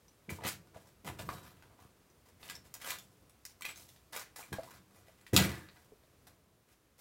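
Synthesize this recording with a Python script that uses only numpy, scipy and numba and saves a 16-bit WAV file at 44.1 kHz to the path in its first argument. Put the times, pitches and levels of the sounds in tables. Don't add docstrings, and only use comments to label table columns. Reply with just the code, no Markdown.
import sys
import numpy as np
from scipy import signal
from scipy.fft import rfft, irfft
from scipy.io import wavfile
from numba import njit

SR = 44100
rng = np.random.default_rng(int(sys.argv[2]) if len(sys.argv) > 2 else 0)


def amplitude_ratio(level_db):
    exponent = np.asarray(level_db, float) / 20
    return 10 ** exponent


def transcribe(u):
    v = np.clip(np.atleast_2d(u).T, -1, 1)
    q = np.round(v * 32767).astype(np.int16)
    wavfile.write(sys.argv[1], SR, q)


N = 308859


@njit
def ring(start, hz, t60, size):
    out = np.zeros(N)
    for k in range(len(start)):
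        pole = np.exp((2j * np.pi * hz[k] - np.log(1000) / t60[k]) / SR)
        z = size[k] + 0j
        for i in range(int(start[k]), min(int(start[k] + t60[k] * SR), N)):
            out[i] += z.imag
            z *= pole
    return out


def ring_all(start, hz, t60, size):
    return ring(start.ravel(), hz.ravel(), t60.ravel(), size.ravel())


def band(x, lo_hz, hi_hz):
    return signal.sosfilt(signal.butter(2, [lo_hz, hi_hz], "band", fs=SR, output="sos"), x)


def high_pass(x, order, hz):
    return signal.sosfilt(signal.butter(order, hz, "high", fs=SR, output="sos"), x)


def spells(t, s, db, rise_s, hold_s, t60):
    age = t - s[:, None]
    rise_s, hold_s, t60 = (np.maximum(v + 0 * s, 1e-3)[:, None] for v in (rise_s, hold_s, t60))
    rise_db = -9 * np.clip(1 - age / rise_s, 0, 1)
    fade_db = -60 * np.maximum(age - rise_s - hold_s, 0) / t60
    gain = amplitude_ratio(db[:, None] + rise_db + fade_db) * (age >= 0)
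    return np.sqrt(np.sum(gain ** 2, axis=0))


def air():
    # (frequency [Hz], density [dB per Hz])
    hush_spectrum = [(35, -34), (60, 6), (211, -5), (273, -5), (489, -7), (817, -13.5), (897, -15.5),
                     (985, -12), (1720, -17), (3990, -21), (15800, -25)]
    hz, db = np.transpose(hush_spectrum[1:])
    f = np.maximum(np.fft.rfftfreq(N, 1 / SR), 1)
    hush = irfft(rfft(rng.standard_normal(N)) * amplitude_ratio(np.interp(np.log(f), np.log(hz), db)), N)
    swell_db = np.interp(np.arange(N), np.linspace(0, N, 40), rng.standard_normal(40))
    hush = hush + (amplitude_ratio(swell_db) - 1) * band(hush, 40, 1500)
    hush = high_pass(hush, 3, 62)
    still_s, still_db = 6.3, -3
    rest = np.clip((np.arange(N) / SR - still_s) / 0.147, 0, 1)
    return hush * amplitude_ratio(-66.5 + still_db * rest) / hush.std()


def desk():
    # (frequency [Hz], level [dB], t60 [s])
    desk_modes = [(64.2, -6.5, 0.23), (93, 1, 0.09), (134, 9.5, 0.11), (161, -2, .1), (194, 1.5, 0.14),
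                  (246, -2.5, 0.049), (323.1, 6, 0.143), (430, -20, .07), (497, -16, 0.0268)]
    # (time [s], peak level [dB], contact time [ms])
    thuds = [(0.283, -34.5, 0.85), (0.316, -29, 4.1), (0.445, -32.5, 2.8), (0.752, -45, 6),
             (1.061, -64, 2.8), (1.137, -46, 2.5), (1.194, -40, 1.6), (1.23, -46, 0.52),
             (1.283, -35.5, 0.38), (1.847, -50, 1.7), (4.516, -35, 0.82), (4.529, -31, 2.8),
             (5.331, -24.5, .9), (5.346, -55, 0.74), (5.367, -24, 2.1), (5.41, -21.5, 1.2)]
    # (time of hardest rub [s], level [dB], build-up [s], fading t60 [s])
    drags = [(.3, -35.5, 0.021, 0.34), (.462, -37.5, .08, 0.57), (.6, -53, .1, 2.6),
             (1.077, -37, 0.038, 0.5), (1.288, -39, 0.2, 0.94), (1.824, -58.5, 0.27, 1.1),
             (2.558, -53.5, 0.24, 1.4), (2.93, -52.5, 0.16, 1.24), (3.658, -55, 0.053, 2.3),
             (4.2, -59.5, 0.17, 3), (4.532, -48, 0.046, 1.6), (5.334, -14, 0.0055, 0.45),
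             (5.453, -24, 0.086, 0.43), (5.65, -58, 0.092, 1.8)]
    hz, db, t60 = np.transpose(desk_modes)
    body = ring(0 * hz, hz, t60, amplitude_ratio(db))[:SR // 2]
    push = np.zeros(N)
    for s, peak_db, ms in thuds:
        blow = np.hanning(max(int(ms * SR / 1000), 3) + 2)
        at = int((s + .004) * SR)
        push[at:at + len(blow)] += amplitude_ratio(peak_db - 13.5) * blow / blow.sum()
    s, drag_db, rise_s, fade_t60 = np.transpose(drags)
    rub_gain = spells(np.arange(N) / SR, s - rise_s, drag_db - 7.5, rise_s, 0, fade_t60)
    rub = rng.standard_normal(N) * rub_gain / np.sqrt(np.sum(body ** 2))
    return high_pass(signal.fftconvolve(push + rub, body)[:N], 4, 66)


def singing():
    # (time [s], level [dB], frequency [Hz], t60 [s], pitch spread [%])
    loose_parts = [(1.205, -70, 13400, 0.2, 1.2), (1.265, -64, 13610, .1, 1), (1.31, -65, 12600, 0.39, 1.6),
                   (1.461, -71, 12600, 0.29, 1.2), (1.349, -75, 5600, 0.13, 1), (1.34, -70, 3860, 0.4, 1.4),
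                   (1.438, -67.5, 1626, 0.13, 1.8), (2.497, -72, 1630, 0.052, 2.9),
                   (3.687, -49.5, 7800, 0.057, 1.1), (3.759, -68, 6280, 0.23, 1.4),
                   (4.215, -55, 1800, .08, 3.5), (4.675, -60, 1075, 0.089, 11),
                   (5.53, -55.5, 1797, 0.4, 11), (5.764, -61, 1805, 0.09, 20),
                   (5.921, -55.5, 424, 0.07, 4.7)]
    s, db, hz, t60, spread = (c[:, None] for c in np.transpose(loose_parts))
    luck = rng.random((len(s), 2, 9))
    late_s = 0.5 * t60 * luck[:, 0] ** 2
    mode_hz = hz * (1 + spread * (luck[:, 1] - .5) / 50)
    size = amplitude_ratio(db + 2.0 - 40 * late_s / t60)
    return ring_all((s + late_s) * SR, mode_hz, 0.62 * t60 + 0 * late_s, size)


def clicks():
    # (time [s], peak level [dB], wall pitch [Hz], snap over peak [dB])
    knocks = [(1.049, -50, 1050, 0), (1.191, -33.5, 630, -4.5), (1.289, -20.5, 1130, -19),
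              (1.79, -47, 1020, -16), (2.429, -44.5, 2700, 3), (2.52, -55, 1650, 12), (2.813, -47, 2110, 5),
              (2.845, -33.5, 1280, -5), (2.917, -27.5, 1020, -7), (4.131, -37.5, 830, 0.5),
              (4.391, -35, 846, -17), (5.265, -34.5, 1900, -12), (5.686, -52.5, 1470, 7),
              (5.766, -49, 1750, -4), (6.035, -54, 632, -8.5)]
    # (time [s], peak level [dB], wall pitch [Hz], snap over peak [dB])
    taps = [(0.081, -47.5, 5930, -15), (0.292, -27.5, 2314, -48), (0.386, -37.5, 925, -29),
            (0.671, -53.5, 1440, -7), (0.76, -38, 653, -25), (1.623, -46.5, 1560, -9.5),
            (2.488, -34, 2960, -18), (2.497, -30.5, 1654, -4), (2.552, -33.5, 5380, -13),
            (3.62, -29.5, 2330, -7), (3.758, -39, 6440, -11), (3.961, -52.5, 1870, -2),
            (4.36, -43, 2000, -7.5), (4.527, -31, 1660, -5.5), (4.584, -23.5, 656, -33),
            (4.599, -55, 650, -21), (4.632, -45, 710, -1), (5.082, -50, 645, -5), (5.331, -29.5, 514, -9),
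            (5.363, -14, 2800, 4.5)]
    # (time [s], peak level [dB], wall pitch [Hz], snap over peak [dB])
    ticks = [(2.1, -51, 6060, -30), (2.739, -35.5, 6860, -6), (2.89, -38, 1620, -8),
             (2.904, -28, 2400, -6.5), (2.985, -36.5, 3520, -11.5), (3.295, -62.5, 970, 5),
             (3.451, -32, 6720, -9.5), (3.508, -56, 2220, -10), (3.608, -40.5, 1050, -8),
             (3.645, -34, 2050, -20), (3.651, -21, 2490, -18), (3.691, -31, 2360, -24),
             (3.889, -47.5, 3560, -8), (4.427, -39, 2400, -23), (4.76, -53, 1600, -14),
             (5.211, -56, 1420, -7), (6.268, -51, 840, -15)]
    snap_top_db = [-21.5, -2, 7]
    wall_t60_s = [.03, 0.049, 0.05]
    s, db, hz, mid_db = (c[:, None] for c in np.transpose(knocks + taps + ticks))
    kind = np.repeat(np.arange(3), [len(knocks), len(taps), len(ticks)])[:, None]
    top_db = mid_db + np.take(snap_top_db, kind)
    t60 = np.take(wall_t60_s, kind) * (hz / 1000) ** -0.78

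    luck = rng.random((len(s), 4, 48))
    snap_hz = 1300 + 14700 * (np.arange(48) + luck[:, 0]) / 48
    snap_db = db + np.where(snap_hz < 5000, mid_db - 3.0, top_db - 7)
    snap_size = amplitude_ratio(snap_db) * (2 * luck[:, 1] - 1)
    snap_t60 = np.minimum(19.8 * (1 + 3 * luck[:, 2]) / snap_hz, .006)
    snap_start = (s + .001 + .003 * luck[:, 3] ** 2) * SR

    neighbour = np.arange(8) > 0
    chance = rng.standard_normal((len(s), 8)) * neighbour
    wall_hz = np.clip(hz * np.exp(0.313 * chance), 200, 15000)
    wall_size = amplitude_ratio(db - 9.0 - 9.0 * neighbour) * np.sign(chance + 1e-9)
    wall_start = np.where(neighbour, snap_start[:, :8], (s + 0.000986) * SR)
    wall_t60 = np.clip(t60, .004, .08) * np.minimum(hz / wall_hz, 1) * np.where(neighbour, .6, 1)
    wall = ring_all(wall_start, wall_hz, wall_t60, wall_size)
    return wall + ring_all(snap_start, snap_hz, snap_t60, snap_size)


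def shaking(t, over_column, linger):
    # (time [s], tick level [dB], settling t60 [s], wall knock over it [dB], box hollow over it [dB])
    jolts = [(.295, -42.5, 0.27, -5, -2), (.77, -63.5, 0.47, -3, 6), (1.046, -55, 0.57, -0.5, 4),
             (1.2, -52, 0.43, -1, 0), (1.288, -48, 0.44, 2.5, 4.5), (1.43, -59.5, .6, 5, -4),
             (1.622, -75.5, 1, 8.5, 13.5), (4.695, -59, 0.32, 7.5, -12), (2.64, -59, 0.29, -1, -1.5),
             (2.74, -46.5, 0.13, -7, -4), (2.987, -63.5, 0.9, -18, -4), (3.453, -57, 0.35, -18, -11),
             (3.612, -66, 0.33, -11, -15), (3.657, -47, 0.29, -6, -13), (3.765, -53, 0.72, -23, -11),
             (4.131, -42, 0.29, 5.5, -6), (4.359, -47.5, 0.47, -2.5, -10), (4.54, -57, 0.53, 6, 4),
             (5.265, -59, 0.17, -4, -20), (5.333, -34.5, 0.28, -2, -10), (5.37, -26.5, 0.2, 1, -0.5),
             (5.398, -36.5, 0.5, 4, -3.5), (6.268, -58.5, 0.17, -4, -4.5)]
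    # (start [s], length [s], tick level [dB], wall knock over it [dB], box hollow over it [dB])
    slides = [(0.391, 0.063, -63.5, 8.5, 15.5), (0.434, 0.027, -46.5, 8, 8.5), (0.464, 0.024, -31, -5, -12),
              (0.734, 0.033, -67, 6.5, 13), (0.857, 0.018, -61.5, -12, -2), (1.065, 0.015, -47.5, 3.5, 6),
              (1.185, 0.0098, -48.5, 0, -0.5), (4.522, 0.0094, -47.5, 5, 6.5), (1.778, 0.073, -67.5, 3, 0),
              (2.255, 0.033, -64, -2.5, 1), (2.396, 0.16, -54, -3, -4.5), (2.8, 0.053, -49, 0, -17),
              (2.835, 0.1, -44.5, 0, -17), (3.642, 0.058, -56.5, 6.5, -9), (4.124, 0.087, -42, -2, -9),
              (4.611, 0.16, -59.5, -1, -24), (4.907, 0.098, -64, -4, 0.5), (4.984, 0.24, -72.5, 2, -3),
              (5.705, 0.14, -68.5, -12, 3.5), (6.672, 0.053, -68.5, -2.5, -17), (6.977, 0.037, -60, -8, -4)]
    jolt, slide = np.transpose(jolts), np.transpose(slides)
    jolt_db, slide_db = jolt[1], slide[2]
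    if over_column:
        jolt_db = jolt_db + jolt[over_column]
        slide_db = slide_db + slide[over_column]
    thrown = spells(t, jolt[0], jolt_db, 0.0012, 0, linger * jolt[2])
    rise_s, hold_s = 0.29 * slide[1], 0.71 * slide[1]
    slid = spells(t, slide[0], slide_db, rise_s, hold_s, linger * 0.12)
    return np.hypot(thrown, slid)


def tumble():
    # (low edge [Hz], high edge [Hz])
    rattle_bands = [
        (400, 1100),
        (1100, 4500),
        (4500, 16000),
    ]
    settle_factors = [
        1.056,
        1.03,
        0.99,
    ]
    # (time [s], frequency [Hz])
    wall_pitch = [(.28, 1970), (.6, 2050), (.72, 1180), (1.05, 2210), (1.272, 1100), (1.584, 1490),
                  (1.8, 1090), (2.4, 2070), (3.0, 1510), (3.45, 3120), (3.554, 2180), (3.832, 2170),
                  (4.13, 1070), (4.22, 1790), (4.64, 1080), (5.26, 2250), (5.462, 2070), (5.614, 1690)]
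    knocks_per_s = 4500
    count = int(knocks_per_s * N / SR)
    start = np.sort(rng.integers(0, N, count))
    force = amplitude_ratio(2.5 * np.minimum(rng.exponential(size=count), 3))
    clump = np.clip(rng.standard_normal(N // 256 + 1), -2, 1.2)
    force = force * amplitude_ratio(5.0 * clump[start // 256])
    force = force / np.sqrt(np.mean(force ** 2))
    wall_hz = np.interp(start / SR, *np.transpose(wall_pitch))
    out = np.zeros(N)
    over_columns, mode_counts = (4, 3, 0), (1, 3, 4)
    for (lo, hi), column, modes, linger in zip(rattle_bands, over_columns, mode_counts, settle_factors):
        strength = shaking(start / SR, column, linger)
        for mode in range(modes):
            cycles = 2.6
            if column == 3 and mode > 0:
                hz = wall_hz * np.exp(0.14 * rng.standard_normal(count))
                cycles = 2.83
            elif column:
                hz = lo * (hi / lo) ** rng.random(count)
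            else:
                hz = rng.uniform(lo, hi, count)
            t60 = cycles * (1 + rng.exponential(size=count)) / hz
            energy = knocks_per_s * modes * t60 / (4 * np.log(1000))
            size = strength * amplitude_ratio(-5.0) * force * rng.standard_normal(count) / np.sqrt(energy)
            out += ring(1. * start, hz, t60, size)
    return high_pass(out, 2, 445)


def room(dry):
    # (delay [ms], level [dB])
    reflections = [(1.4, -27.5), (4.2, -11), (7.5, -14), (11, -7.5)]
    # (centre [Hz], t60 [s], level [dB])
    tail_bands = [(276, 0.37, -19), (1030, 0.3, -7), (3580, 0.21, -1.5), (11050, 0.19, -5)]
    t = np.arange(SR * 3 // 4) / SR
    answer = np.zeros(len(t))
    answer[0] = 1
    for ms, db in reflections:
        answer[int(ms * SR / 1000)] += amplitude_ratio(db)
    for hz, t60, db in tail_bands:
        tail = band(rng.standard_normal(len(t)), hz / 2, min(2 * hz, .45 * SR))
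        tail = tail * amplitude_ratio(-60 * t / t60) * np.minimum(t / 0.0013, 1)
        answer += tail * amplitude_ratio(db) * np.sqrt(min(3 * hz / SR, 1) / np.sum(tail ** 2))
    return signal.fftconvolve(dry, answer)[:N]


def scene():
    sources = desk() + singing() + clicks() + tumble()
    return (room(sources) + air())[None]


def band_limit(x):
    return signal.sosfilt(signal.butter(12, 16820, fs=SR, output="sos"), x)


def record(dry):
    rounded = .9 * np.tanh(dry / .9)
    top_cut = signal.ellip(6, .3, 22, 15900, fs=SR, output="sos")
    return band_limit(signal.sosfilt(top_cut, rounded))


dry = scene()
out = record(dry)
transcribe(out)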